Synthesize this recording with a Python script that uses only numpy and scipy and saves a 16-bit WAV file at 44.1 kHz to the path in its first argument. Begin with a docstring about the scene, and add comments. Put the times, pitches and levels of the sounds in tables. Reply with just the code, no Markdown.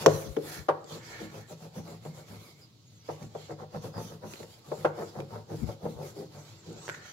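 """A brief scrape and a sharp wooden knock open the scene: a block of wax strikes a drawer runner in a cabinet.
Impact excites the damped modes of frame and panel; rubbed back and forth, the wax hisses by sliding friction.
At each turn stick-slip gives a scrape that falls in pitch, and the side panel shudders.
Soft hisses are noise in drifting resonances; squeaks, ticks and whistles are resonances, bursts and tones.
A hand-held camera is close by in a small room: handling thumps, an echo, a short tail and quiet air."""
import sys
import numpy as np
from scipy import signal
from scipy.fft import rfft, irfft, next_fast_len
from scipy.io import wavfile

SR = 44100
rng = np.random.default_rng(int(sys.argv[2]) if len(sys.argv) > 2 else 0)


def to_wav(sig):
    """Store sig (one row per channel, or 1-D mono) as 16-bit WAV at the path in sys.argv[1].

    Samples outside -1..1 are clipped; the rate is SR.
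    """
    pcm = np.clip(np.atleast_2d(sig), -1, 1) * 32767
    pcm = np.round(pcm).astype(np.int16)
    wavfile.write(sys.argv[1], SR, pcm.T)  # frames by channels


N = 314080  # length [samples]

# Impacts of block on wood: (time [s], blow level before the low cut [dB], centre of favoured modes [Hz],
# their spread [octaves], crack [dB], panel boom [dB], first touch relative to blow [dB], its scratch [dB])
KNOCKS = [(.0612, -12.5, 480, .58, -15.5, -29, -50, -70), (.0725, -20.5, 540, .35, -46, -40, -30, -60),
          (.3692, -25, 380, .45, -47, -44, -11, -40), (.6884, -19.5, 700, .8, -47, -46, -15, -39),
          (2.052, -42, 560, .9, -56, -52, -14, -62), (3.0885, -32.5, 620, .7, -58, -48, -15, -56),
          (3.115, -42, 520, .6, -66, -56, -20, -70), (3.351, -36, 580, .7, -62, -51, -14, -60),
          (3.746, -40, 560, .85, -60, -50, -12, -62), (3.843, -42, 520, .8, -62, -50, -14, -66),
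          (4.401, -46, 500, .7, -64, -56, -12, -66), (4.718, -30.5, 560, .65, -62, -54, -12, -62),
          (4.8505, -20.5, 590, .9, -48, -42, -4, -44), (5.188, -38, 560, .7, -66, -54, -14, -70),
          (5.689, -39, 620, .7, -66, -56, -14, -70), (5.854, -33, 540, .65, -66, -50, -14, -70)]
# Spectral shape of a brittle crack: (frequency [Hz], gain [dB])
CRACK_SPECTRUM = [(300, -24), (1000, 13), (1800, 0.5), (2900, -0.5), (3300, 3.5), (4400, -9.5), (5900, 2.5),
                  (7400, -3.5), (8600, -27), (12000, -12.5), (15800, -59.5)]


def brittle_burst(top_hz, t60):
    """Band-limited impact: decaying noise whose treble is limited by the contact time."""
    t = np.arange(SR // 8) / SR
    burst = coloured(noise_pair(len(t)),
                     lambda f: read(CRACK_SPECTRUM, f) - 10 * np.log10(1 + (f / top_hz) ** 4))
    return burst * amp(-60 * t / t60)


def knocks(wood, panel, thud_db=0.5, thud_t60=0.09, push_db=-6.5, push_cycles=1.7, crack_t60=0.019,
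           touch_s=0.0037, touch_t60=0.048, crack_top_hz=9000, dulling=0.068, contact_s=0.00029):
    """Impact excitation: a corner touches first, then a blow sets off push, thud, modes, crack and boom."""
    out, t = np.zeros((2, N)), np.arange(wood.shape[1]) / SR
    boom = coloured(panel, lambda f: hump(f, 160, 0.61)) * (1 - np.exp(-t / 0.029))
    for s, db, centre_hz, spread, crack_db, panel_db, touch_db, scratch_db in KNOCKS:
        push = np.sin(2 * np.pi * centre_hz * t) * np.exp(-centre_hz * t / push_cycles)
        thud = noise_pair(len(t)) * amp(-60 * t / thud_t60)
        frame = held(wood, shift=.012, spot_db=1.5, damping_db_per_s=0)
        thud = coloured(thud, lambda f: 1.76 * hump(f, centre_hz, spread))
        modes = coloured(frame, lambda f: 1.76 * hump(f, centre_hz, spread))
        # the wax gives a little, so the blow starts softly
        contact = 1 - np.exp(-(t / contact_s) ** 2)
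        body = levelled(push, push_db, .02) + levelled(thud, thud_db, .02) + levelled(modes, 0, .02)
        body = levelled(body * contact, db, .02)
        # the narrow frame radiates little bass
        body = signal.sosfilt(signal.butter(2, 170, "high", fs=SR, output="sos"), body)
        # a softer blow stays longer in contact and sounds duller; dulling is in octaves per dB
        top_hz = crack_top_hz * 2 ** (dulling * (crack_db + 25.5))
        crack = brittle_burst(top_hz, crack_t60)
        scratch = brittle_burst(top_hz, touch_t60)
        add(out, s, body + levelled(boom, panel_db, .06))
        add(out, s, levelled(crack, crack_db, .006))
        add(out, s - touch_s, amp(touch_db) * body * amp(-60 * t / 0.065))
        add(out, s - touch_s, levelled(scratch, scratch_db, .006))
    return out


# Lightly damped runner modes after the first knock: (frequency [Hz], level [dB], decay t60 [s])
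FREE_MODES = [(537, -34, 1), (500, -42.5, .6), (431, -41, .5), (716, -46.5, .6)]
RING_END_S = 0.33  # from the first knock to the end of the free ring


def free_ring(damping_s=0.063):
    """Free vibration: lightly damped modes sound on after the first knock, then are faded to silence."""
    out, t = np.zeros((2, N)), np.arange(SR // 2) / SR
    fade = np.clip((RING_END_S - t) / damping_s, 0, 1)
    add(out, KNOCKS[0][0], ring(FREE_MODES, lag=.00005) * fade)
    return out


# Strokes that grip and then slide: (time [s], length [s], scrape level [dB], scrape pitch [Hz],
# panel shudder [dB], hiss before the overall hiss gain [dB])
STROKES = [(0.0, 0.061, -36.5, 540, -47, -42), (0.9, 0.12, -47.5, 656, -47, -52.5),
           (1.205, 0.091, -43, 436, -48, -54), (1.322, 0.14, -49, 627, -50, -58),
           (1.492, 0.07, -47, 570, -51.5, -56.5), (1.6, 0.12, -51.5, 600, -51, -61.5),
           (1.752, 0.079, -46.5, 537, -43, -56.5), (1.855, 0.15, -49, 620, -50, -60),
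           (2.037, 0.1, -54.5, 600, -45.5, -61), (2.148, 0.12, -54, 660, -56.5, -62),
           (2.287, 0.13, -55, 546, -48.5, -59.5), (2.407, 0.16, -73, 750, -71, -61),
           (3.195, 0.1, -51.5, 587, -46, -62.5), (3.492, 0.06, -39, 560, -48.5, -62),
           (3.59, 0.083, -44, 680, -51, -65.5), (3.728, 0.087, -42, 560, -44.5, -59.5),
           (3.826, 0.095, -45.5, 513, -45, -58), (3.942, 0.12, -40.5, 684, -42, -75),
           (4.094, 0.11, -50.5, 580, -52, -65), (4.224, 0.076, -44, 600, -48, -69),
           (4.384, 0.094, -51.5, 580, -57, -60), (4.661, 0.13, -56, 537, -51, -61),
           (4.76, 0.16, -53, 590, -47.5, -58), (4.972, 0.11, -36.5, 570, -48.5, -58),
           (5.143, 0.13, -43, 540, -44, -61.5), (5.302, 0.15, -44.5, 690, -45, -63.5),
           (5.495, 0.089, -39.5, 477, -41, -64), (5.666, 0.1, -45.5, 580, -49, -58.5),
           (5.82, 0.1, -40.5, 520, -40.5, -64.5), (5.963, 0.17, -43, 540, -45, -66),
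           (6.162, 0.12, -42, 393, -48.5, -60.5), (6.325, 0.14, -53.5, 714, -51, -63.5),
           (6.658, 0.12, -46.5, 318, -48, -58), (6.754, 0.061, -53, 430, -66, -66)]
# Rasp on top of each scrape: (time [s], level relative to the scrape [dB])
RASP = [(0, -28), (1.3, -20), (1.8, -18), (2.4, -10.5), (3.5, -19), (4.0, -17), (5.35, -18.5), (5.5, -23),
        (6.7, -39)]
GRIP_SHARE, BUILD_SHARE = 0.64, 0.27  # gripping part of a stroke; part of the grip that builds pressure
LEAD_S = .03  # the wax starts to catch this long before the grip
SHOVE_DELAY_S = 0.0077  # from the start of the grip to the shove on the panel
FALL_OCTAVES = .12  # fall of the scrape's pitch during the grip


def scrapes(wood, panel, width_hz=560, rasp_hz=1480, dead_db=-1.0, scrape_db=0.0, shudder_db=0.0,
            shove_db=-4.0, shove_share=0.37, swell_share=0.15):
    """Stick-slip friction: slips swell through a falling resonance, and the grip shoves the panel."""
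    out, t = np.zeros((2, N)), np.arange(wood.shape[1]) / SR
    for s, length, db, hz, panel_db, _ in STROKES:
        frame = held(wood, shift=.06, spot_db=3, damping_db_per_s=130)
        board = held(panel, shift=.04, spot_db=4, damping_db_per_s=30)
        grip = GRIP_SHARE * length
        heard_s = LEAD_S + grip
        u = (t - LEAD_S) / grip  # progress through the grip
        release = np.exp(-.5 * np.maximum(u - BUILD_SHARE, 0) - np.maximum(u - .85, 0) / 0.15)
        press = release / (1 + np.exp((BUILD_SHARE / 2 - u) / swell_share))
        slips = stick_slip(len(t)) * press
        pitch = hz * 2 ** (FALL_OCTAVES * (.55 - np.clip(u, 0, 1.3)))
        drive = coloured(resonate(slips, pitch, width_hz), lambda f: 2.5 * hump(f, hz, 1.1))
        rasp = coloured(slips, lambda f: 2.5 * hump(f, rasp_hz, 0.52))
        # the frame's modes answer, over the direct sound of the slips
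        scrape = levelled(through(drive[0], frame)[:, :len(t)], 0, heard_s)
        scrape = scrape + levelled(drive, dead_db, heard_s)
        rasp_db = np.interp(s, *np.transpose(RASP))
        scrape = levelled(scrape, 0, heard_s) + levelled(rasp, rasp_db, heard_s)
        add(out, s - LEAD_S, scrape * amp(db + scrape_db) * np.sqrt(grip / heard_s))
        # the shove is a dull push, longer in a slow stroke, and it leaves the panel ringing
        shove = coloured(noise_pair(len(t)), lambda f: 1.3 * hump(f, 140.0, 0.66))
        shove = shove * t * np.exp(-t / grip / shove_share)
        ringing = levelled(through(shove[0], board)[:, :len(t)], -2.4, 0.11)
        ringing = ringing + levelled(board * (1 - np.exp(-t / 0.018)), 0, 0.033)
        shudder = ringing + levelled(shove, shove_db, 0.22)
        add(out, s + SHOVE_DELAY_S, levelled(shudder, panel_db + shudder_db, 0.13))
    return out


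def stick_slip(size, per_s=125, uneven_octaves=.6, uneven_db=3.5, slip_s=0.0032, creep_db=-10):
    """Relaxation oscillation: an uneven train of decaying noise bursts, one a slip, over a steady creep."""
    turns = np.cumsum(per_s * 2 ** (uneven_octaves * wander(size, per_s))) / SR
    strength = amp(uneven_db * np.clip(rng.standard_normal(size), -2, 2))
    jolts = np.diff(np.floor(turns), prepend=0) * strength
    bursts = signal.lfilter([1], [1, -np.exp(-1 / (slip_s * SR))], jolts)
    return noise_pair(size) * (amp(creep_db) + bursts)


# Spectral shape of the sliding hiss: (frequency [Hz], gain [dB])
HISS_SPECTRUM = [(300, -2), (1000, 4), (1400, -1.5), (1750, -7.5), (1980, -2), (2220, -2.5), (2800, -5),
                 (4500, -1), (5400, -3.5), (6100, -2.5), (7400, -3), (8600, -19), (11000, -13),
                 (15800, -17.5)]


def sliding(wood, panel, grain_db=1.5, patch_db=3.0, hiss_db=4.5, fizz_db=0.0, grind_db=-1.0, drone_db=-3.5):
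    """Sliding friction over grain: gritty noise as hiss, with judder that keeps frame and panel murmuring."""
    speed, fine = drag()
    grit = noise_pair(N) * amp(grain_db * wander(N, 1500) + 1.0 * wander(N, 90))
    spectrum = rfft(coloured(grit, lambda f: read(HISS_SPECTRUM, f)))
    # the contact patch changes, so neighbouring bands swell on their own
    edges, hiss = np.geomspace(900, 8200, num=12), np.zeros((2, N))
    band = np.searchsorted(edges, np.fft.rfftfreq(N, 1 / SR))
    for k in range(len(edges)):
        hiss += irfft(spectrum * (band == k), N) * amp(patch_db * wander(N, 22))
    fizz = irfft(spectrum * (band == len(edges)), N)  # all above the top edge
    judder = rng.standard_normal(N) * amp(2.6 * wander(N, 46)) * speed
    grind = through(judder, wood / np.linalg.norm(wood[0]))[:, :N]
    drone = through(judder, panel / np.linalg.norm(panel[0]))[:, :N]
    out = amp(hiss_db) * speed * evened(mirrored(hiss)) + amp(fizz_db) * fine * evened(fizz)
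    return out + amp(grind_db) * grind + amp(drone_db) * drone


# Light passes without gripping: (time [s], length [s], hiss before the overall hiss gain [dB])
GLIDES = [(0.075, 0.25, -50.5), (0.265, 0.19, -64), (0.455, 0.2, -50), (1.061, 0.19, -54.5),
          (2.586, 0.1, -67), (2.89, 0.2, -73.5), (3.073, 0.14, -60.5), (3.354, 0.18, -61.5),
          (3.985, 0.17, -56), (4.272, 0.17, -57), (4.482, 0.16, -62.5), (5.028, 0.12, -61.5),
          (5.55, 0.15, -59), (5.887, 0.089, -61.5), (6.031, 0.12, -56), (6.4, 0.31, -61.5),
          (6.807, 0.25, -55), (7.054, 0.16, -58.5)]
# Fizz above about 8 kHz: (time [s], level relative to the pass [dB])
FIZZ = [(0, -5.5), (.2, 2), (.55, 1), (1.15, -8), (1.4, -4), (2.45, -1), (3.7, -8.5), (3.9, -0.5),
        (5.2, -4), (5.6, -2.5), (6.2, -1), (6.7, -13), (7.1, -6.5)]
FIZZ_POWER = 1.5  # exponent of speed for the fizz


def drag(resting_db=-76):
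    """Incoherent addition: the powers of all passes sum, over the faint rub of the resting block."""
    t = np.arange(0, N, 64) / SR
    hiss, fizz = amp(resting_db) ** 2, 0
    for s, length, *_, db in STROKES + GLIDES:
        speed = passing(t, s, length)
        hiss = hiss + (amp(db) * speed) ** 2
        fizz = fizz + (amp(db) * speed ** FIZZ_POWER) ** 2
    fizz = fizz * amp(np.interp(t, *np.transpose(FIZZ))) ** 2
    return [np.interp(np.arange(N) / SR, t, np.sqrt(power)) for power in (hiss, fizz)]


FASTEST_SHARE = 0.3  # part of a pass after which the hand is fastest
TURN_DB = 8.5  # how much quieter the hiss is half a pass away from that moment
TURN_STEEPNESS = 2.28  # higher keeps the speed even for longer and turns more abruptly


def passing(t, s, length):
    """Speed dependence of friction noise: the hand gathers pace and slows for the turn, 0 to 1."""
    away = np.minimum(2 * abs((t - s) / length - FASTEST_SHARE), 4)
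    return amp(-TURN_DB * away ** TURN_STEEPNESS)


def mirrored(x, delay_s=0.001391, sway_octaves=.3, share=0.48):
    """Comb filtering: the side panel reflects the hiss over a changing path, so bands of colour drift."""
    at = np.arange(N)
    heard = []
    for side in x:
        delay = SR * delay_s * 2 ** (sway_octaves * wander(N, 7))
        heard.append(np.interp(at - delay, at, side))
    return x + share * np.array(heard)


# Soft hisses in narrow bands: (time [s], length [s], level before panning [dB],
# centre of favoured bands [Hz], their spread [octaves], left minus right [dB])
SOFT_HISSES = [(0.439, 0.2, -52, 1700, 0.32, -3), (.97, 0.36, -54.5, 2070, 0.5, -2),
               (1.11, .11, -51, 1980, 0.34, -1), (1.361, 0.14, -63.5, 1780, 0.31, -2),
               (2.074, .26, -71, 2230, .07, -3), (2.299, .37, -70.5, 2230, .07, -3),
               (3.37, .13, -63, 2900, 0.35, -3), (4.847, 0.019, -35.5, 1440, 0.094, -2),
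               (6.891, 0.097, -51, 1600, 0.21, 1), (6.95, 0.29, -56, 1540, .15, 2),
               (6.983, 0.24, -60, 2900, 0.33, 3)]
# Resonances that colour the soft hisses: (frequency [Hz], width of each resonator pass [Hz], level [dB])
SOFT_BANDS = [(1463, 200, -1), (1740, 350, 4), (2190, 190, 0.5), (3050, 547, -1.5), (4130, 600, 6.5)]
SOFT_PEAK_SHARE = 0.47  # part of a soft hiss after which it is loudest


def soft_hisses(drift_octaves=0.025, grain_db=1.0):
    """Resonant filtering of noise: soft hisses in narrow, drifting bands that swell and fade."""
    out = np.zeros((2, N))
    for s, length, db, centre_hz, spread, pan_db in SOFT_HISSES:
        size = SR // 2
        u = np.arange(size) / SR / length
        rise_fall = np.interp(u, [0, np.clip(SOFT_PEAK_SHARE, .1, .9), 1], [0, 1, 0])
        swell = np.sin(np.pi / 2 * rise_fall) ** 0.68
        noise, tone = noise_pair(size) * amp(grain_db * wander(size, 250)), 0
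        for hz, width_hz, band_db in SOFT_BANDS:
            pitch = hz * 2 ** (drift_octaves * wander(size, 13))
            band = evened(resonate(resonate(noise, pitch, width_hz), pitch, width_hz))
            tone = tone + amp(band_db + hump(hz, centre_hz, spread)) * band
        add(out, s, levelled(tone * swell, db, length) * amp(np.array([[.5], [-.5]]) * pan_db))
    return out


# Thin squeaks as the block turns: (time [s], length [s], level [dB], pitch at mid-length [Hz])
SQUEAKS = [(0.915, 0.042, -56, 4420), (2.603, 0.064, -62, 4900), (3.924, 0.092, -58, 4870),
           (4.356, 0.071, -61, 4100)]


def squeaks(width_hz=300, fall_octaves_per_s=1.3):
    """Fast stick-slip of a corner: noise in a sinking resonance is a fuzzy whistle that swells and fades."""
    out, t = np.zeros((2, N)), np.arange(SR // 8) / SR
    for s, length, db, hz in SQUEAKS:
        pitch = hz * 2 ** (-fall_octaves_per_s * (t - length / 2))
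        whistle = resonate(resonate(noise_pair(len(t)), pitch, width_hz), pitch, width_hz)
        add(out, s, levelled(whistle * np.sin(np.pi * np.minimum(t / length, 1)), db, length))
    return out


# Small dry ticks: (time [s], level [dB], centre [Hz], spread [octaves], thud level [dB])
TICKS = [(.843, -53.5, 4660, .6, -46), (3.227, -52, 2200, 1.2, -65), (4.336, -42.5, 2440, 0.93, -46),
         (4.357, -53, 2000, 0.99, -56), (4.43, -49, 1910, 0.85, -63), (5.2029, -44.5, 2380, 0.83, -40),
         (6.7283, -59, 7960, 0.61, -79), (6.88, -36.5, 1480, 0.42, -43), (6.89, -35, 1570, 0.65, -39),
         (6.8968, -30.5, 1480, 0.27, -46.5), (6.946, -40.5, 1620, 0.49, -60)]


def ticks(t60=0.014, snap_db=-11, ring_db=-15, ring_t60=0.12, ring_spread=0.12, thud_hz=420, thud_t60=0.048):
    """Transient excitation: one noise burst feeds a coloured snap, a small thud and a brief ring."""
    out, t = np.zeros((2, N)), np.arange(4096) / SR
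    for s, db, centre_hz, spread, thud_db in TICKS:
        burst = noise_pair(len(t))
        tick = evened(coloured(burst, lambda f: 1.1 * hump(f, centre_hz, spread)))
        snap = evened(coloured(burst, lambda f: read(CRACK_SPECTRUM, f)))
        tone = evened(coloured(burst, lambda f: 5.3 * hump(f, centre_hz, ring_spread)))
        tone = tone * amp(ring_db - 60 * t / ring_t60)
        thud = coloured(burst, lambda f: 3.8 * hump(f, thud_hz, 0.68)) * amp(-60 * t / thud_t60)
        dry_tick = (tick + amp(snap_db) * snap) * amp(-60 * t / t60) + tone
        add(out, s, levelled(dry_tick, db, .003) + levelled(thud, thud_db, .006))
    return out


# Faint gliding whistles, one list for each: (time [s], pitch [Hz], level [dB]), before random flutter
WHISTLES = [
    [(2.83, 6000, -80), (2.885, 6800, -69), (2.925, 6100, -76), (2.96, 6550, -70), (3.01, 5850, -67),
     (3.04, 5650, -82)],
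    [(6.4, 7400, -76), (6.45, 7950, -71), (6.49, 7600, -68), (6.53, 6900, -74), (6.58, 7500, -69),
     (6.65, 6850, -73)],
    [(6.72, 6400, -69), (6.77, 6950, -61), (6.81, 8000, -63), (6.85, 8150, -62), (6.875, 8600, -66),
     (6.93, 7400, -62), (6.97, 6300, -64)],
    [(7.02, 5900, -69), (7.07, 6200, -58), (7.125, 6150, -56)],
]


def whistles(width_hz=70):
    """Frequency modulation: thin sine tones, made fuzzy by random pitch, glide without a break."""
    out = np.zeros((2, N))
    for points in WHISTLES:
        s, hz, db = np.transpose(points)
        t = np.arange(s[0], s[-1], 1 / SR)
        pitch = np.interp(t, s, hz) + width_hz * wander(len(t), 500)
        fade = np.clip(np.minimum(t - s[0], s[-1] - t) / .008, 0, 1)
        level = amp(np.interp(t, s, db) + 3.2 * wander(len(t), 120))
        add(out, s[0], evened(np.sin(2 * np.pi * np.cumsum(pitch) / SR)) * level * fade)
    return out


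# The hand shifts on the camera: (time [s], length [s], level before panning [dB])
BUMPS = [(0.097, 0.097, -44), (0.233, 0.11, -44), (0.556, 0.087, -49.5), (5.567, 0.11, -42.5),
         (5.61, 0.056, -33), (5.637, 0.086, -42), (5.929, 0.073, -51)]


def handling(top_hz=260, low_hz=50, fall_s=0.029, width_hz=100):
    """Structure-borne sound: soft thumps through the camera body, mostly at the left, sinking in pitch."""
    out, t = np.zeros((2, N)), np.arange(SR // 3) / SR
    for s, length, db in BUMPS:
        pitch = low_hz + top_hz * np.exp(-t / fall_s)
        thump = resonate(resonate(noise_pair(len(t)), pitch, width_hz), pitch, width_hz)
        thump = thump * np.sin(np.pi * np.minimum(t / length, 1)) ** 2
        add(out, s, levelled(thump, db, length) * amp([[4], [-12]]))
    return out


# Reverberation time of the room: (frequency [Hz], decay t60 [s])
ROOM_T60 = [(100, 1), (250, 0.62), (600, 0.48), (1400, 0.51), (4000, 0.3), (12000, 0.59)]


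def room(x, wet_db=-11, echo_db=-7, echo_s=0.0045):
    """Reflection and reverberation: one quick echo off the cabinet wall, and a tail that dies by band."""
    tail = noise_pair(SR) * np.clip(np.arange(SR) / SR / 0.0041 - .5, 0, 1)
    hz, t, z = signal.stft(tail, SR, nperseg=256)
    tail = signal.istft(z * amp(-60 * t / read(ROOM_T60, hz)[:, None]), SR, nperseg=256)[1]
    out = x + amp(wet_db) * through(x, tail / np.linalg.norm(tail[0]))[:, :N]
    # the echo arrives with its sides swapped
    add(out, echo_s, amp(echo_db) * coloured(x[::-1], lambda f: hump(f, 5800, 0.93)))
    return out


# Spectral shape of the quiet air: (frequency [Hz], gain [dB])
AIR_SPECTRUM = [(20, -23), (60, -25), (105, 5.5), (220, -9.5), (330, -15), (1100, -49.5), (3000, -27),
                (4300, -22.5), (6600, -32.5), (8500, -41.5), (15800, -38.5)]


def quiet_air(level_db=-57.5):
    """Stationary background noise: random pressure shaped by a fixed spectrum."""
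    return amp(level_db) * evened(coloured(noise_pair(N), lambda f: read(AIR_SPECTRUM, f)))


def ring(modes, lag):
    """Modal decay: damped modes after one tap, with a different phase at each microphone."""
    t = np.arange(SR // 2) / SR
    out = np.zeros((2, len(t)))
    for k, (hz, db, t60) in enumerate(modes):
        late = np.array([[0], [lag * (1 + np.cos(k * np.pi * (3 - np.sqrt(5))))]])
        out += (-1) ** k * amp(db - 60 * t / t60) * np.sin(2 * np.pi * hz * (t - late))
    return out


def held(response, shift, spot_db, damping_db_per_s):
    """Contact loading: the block's pressure detunes and damps a body, and each spot favours other modes."""
    at = np.arange(response.shape[1])
    stretch = 2 ** (shift * rng.standard_normal())
    pressed = np.array([np.interp(at * stretch, at, side) for side in response])
    spot = np.transpose([np.geomspace(80, 2400, num=24), spot_db * rng.standard_normal(24)])
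    return coloured(pressed, lambda f: read(spot, f)) * amp(-damping_db_per_s * at / SR)


def resonate(x, hz, width_hz):
    """Heterodyne resonance: shifts the curve hz to zero, smooths, and shifts back."""
    turn, r = np.exp(2j * np.pi * np.cumsum(hz) / SR), np.exp(-np.pi * width_hz / SR)
    return 2 * (turn * signal.lfilter([1 - r], [1, -r], x / turn)).real


# Likeness of the two microphones: (frequency [Hz], left-right correlation [0 to 1])
ALIKE = [(60, 1), (150, 1), (300, 0.78), (640, 0.35), (1400, 0.17), (3000, 0.029), (7000, 0.07),
         (15000, 0.46)]


def noise_pair(size):
    """Diffuse-field coherence: white noise at two microphones, shared by frequency as tabulated."""
    a, b = rfft(rng.standard_normal((2, size)))
    same = np.clip(read(ALIKE, np.fft.rfftfreq(size, 1 / SR)), -1, 1)
    return irfft(np.array([a, same * a + np.sqrt(1 - same ** 2) * b]), size)


def wander(size, per_s):
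    """Slow random modulation: straight lines between unit-variance random knots."""
    knots = rng.standard_normal(size)
    return np.interp(np.arange(size) * per_s / SR, np.arange(size), knots)


def coloured(x, db_at):
    """Spectral filtering by a gain in dB, given as a function of frequency."""
    size = next_fast_len(x.shape[-1] + 1024)
    return irfft(rfft(x, size) * amp(db_at(np.fft.rfftfreq(size, 1 / SR))), size)[..., :x.shape[-1]]


def hump(hz, centre_hz, octaves):
    """Band-pass response: a broad peak in dB with curved skirts on log frequency."""
    return -10 * np.log10(1 + (np.log2((hz + 1) / centre_hz) / octaves) ** 4)


def through(x, response):
    """Linear convolution of a drive with a two-channel response."""
    return signal.fftconvolve(np.atleast_2d(x), response, axes=1)


def causal(db_at, size=4096):
    """Minimum phase: an impulse response with the gain db_at(Hz) that does not ring ahead of a hit."""
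    log_gain = np.log(amp(db_at(abs(np.fft.fftfreq(size, 1 / SR)))))
    return np.fft.ifft(np.exp(signal.hilbert(log_gain).conj())).real[..., :size // 2]


def amp(db):
    """Logarithmic level: decibels to gain."""
    return 10 ** (np.asarray(db) / 20)


def evened(x):
    """Root-mean-square normalisation to 1."""
    return x / np.sqrt(np.mean(x ** 2) + 1e-20)


def levelled(x, db, seconds):
    """Root-mean-square level: scales a sound so that its first seconds have the level db."""
    return amp(db) * x / np.sqrt(np.mean(x[..., :int(seconds * SR)] ** 2) + 1e-20)


def read(points, hz):
    """Interpolation of a table along log frequency."""
    f, value = np.transpose(points)
    return np.interp(np.log(hz + 1), np.log(f + 1), value)


def add(mix, s, sound):
    """Linear superposition: mixes a sound in at time s."""
    part = mix[:, max(round(s * SR), 0):][:, :sound.shape[-1]]
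    part += sound[..., :part.shape[-1]]


# Modes of the runner and cabinet frame: (frequency [Hz], level [dB], unpressed decay t60 [s])
WOOD_MODES = [(257, -15.5, 0.037), (329.2, 2, 0.11), (399, 3, 0.059), (448.8, 5, 0.062), (510, -2.5, 0.093),
              (551.5, -9.5, 0.24), (595.3, -5, 0.14), (720, -9.5, 0.096), (761, -10, 0.17),
              (890, -15, 0.078), (914, -9.5, 0.17), (1115, -19.5, 0.41), (1120, -11, 0.068),
              (1301, -2.5, 0.076), (1487, -14.5, 0.12), (1477, -22, 0.23), (1595, -9.5, .13),
              (1786, -19, 0.15)]
# Modes of the thin side panel: (frequency [Hz], level [dB], unpressed decay t60 [s])
PANEL_MODES = [(84, -14, .15), (103, -8, .4), (128, -10, .14), (152, 0, .32), (172, -8, .14), (210, -9, .2),
               (245, -10, .15)]


def scene():
    """Superposition: wax on wood, soft hisses and whistles in the room, with handling and quiet air added."""
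    wood, panel = ring(WOOD_MODES, lag=0.000084), ring(PANEL_MODES, lag=0.00035)
    wax = knocks(wood, panel) + free_ring() + scrapes(wood, panel) + sliding(wood, panel)
    near = wax + soft_hisses() + squeaks() + ticks() + whistles()
    return room(near) + handling() + quiet_air()


# Colour of the two microphones: (frequency [Hz], left minus right [dB])
BALANCE = [(60, 5), (200, -0.5), (380, 3), (700, 1.5), (1300, -1), (2400, -3.5), (4400, -5.5), (7000, -1),
           (8600, 5.5), (15000, 4.5)]
EDGE_HZ = 15850  # upper band limit


def record(dry, low_cut_hz=54):
    """Transduction: microphones differ in colour and delay; then low cut, ceiling on peaks, band limit."""
    colour = causal(lambda f: np.array([[.5], [-.5]]) * read(BALANCE, f))
    left, right = through(dry, colour)[:, :N]
    heard = np.array([left, np.pad(right, (4, 0))[:N]])  # right is 4 samples late
    heard = signal.sosfilt(signal.butter(2, low_cut_hz, "high", fs=SR, output="sos"), heard)
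    heard = np.clip(heard, -.82, .82)
    band_limit = signal.firwin(511, EDGE_HZ, window=("kaiser", 9), fs=SR)
    return signal.oaconvolve(heard, band_limit[None], "same")


dry = scene()
out = record(dry)
to_wav(out)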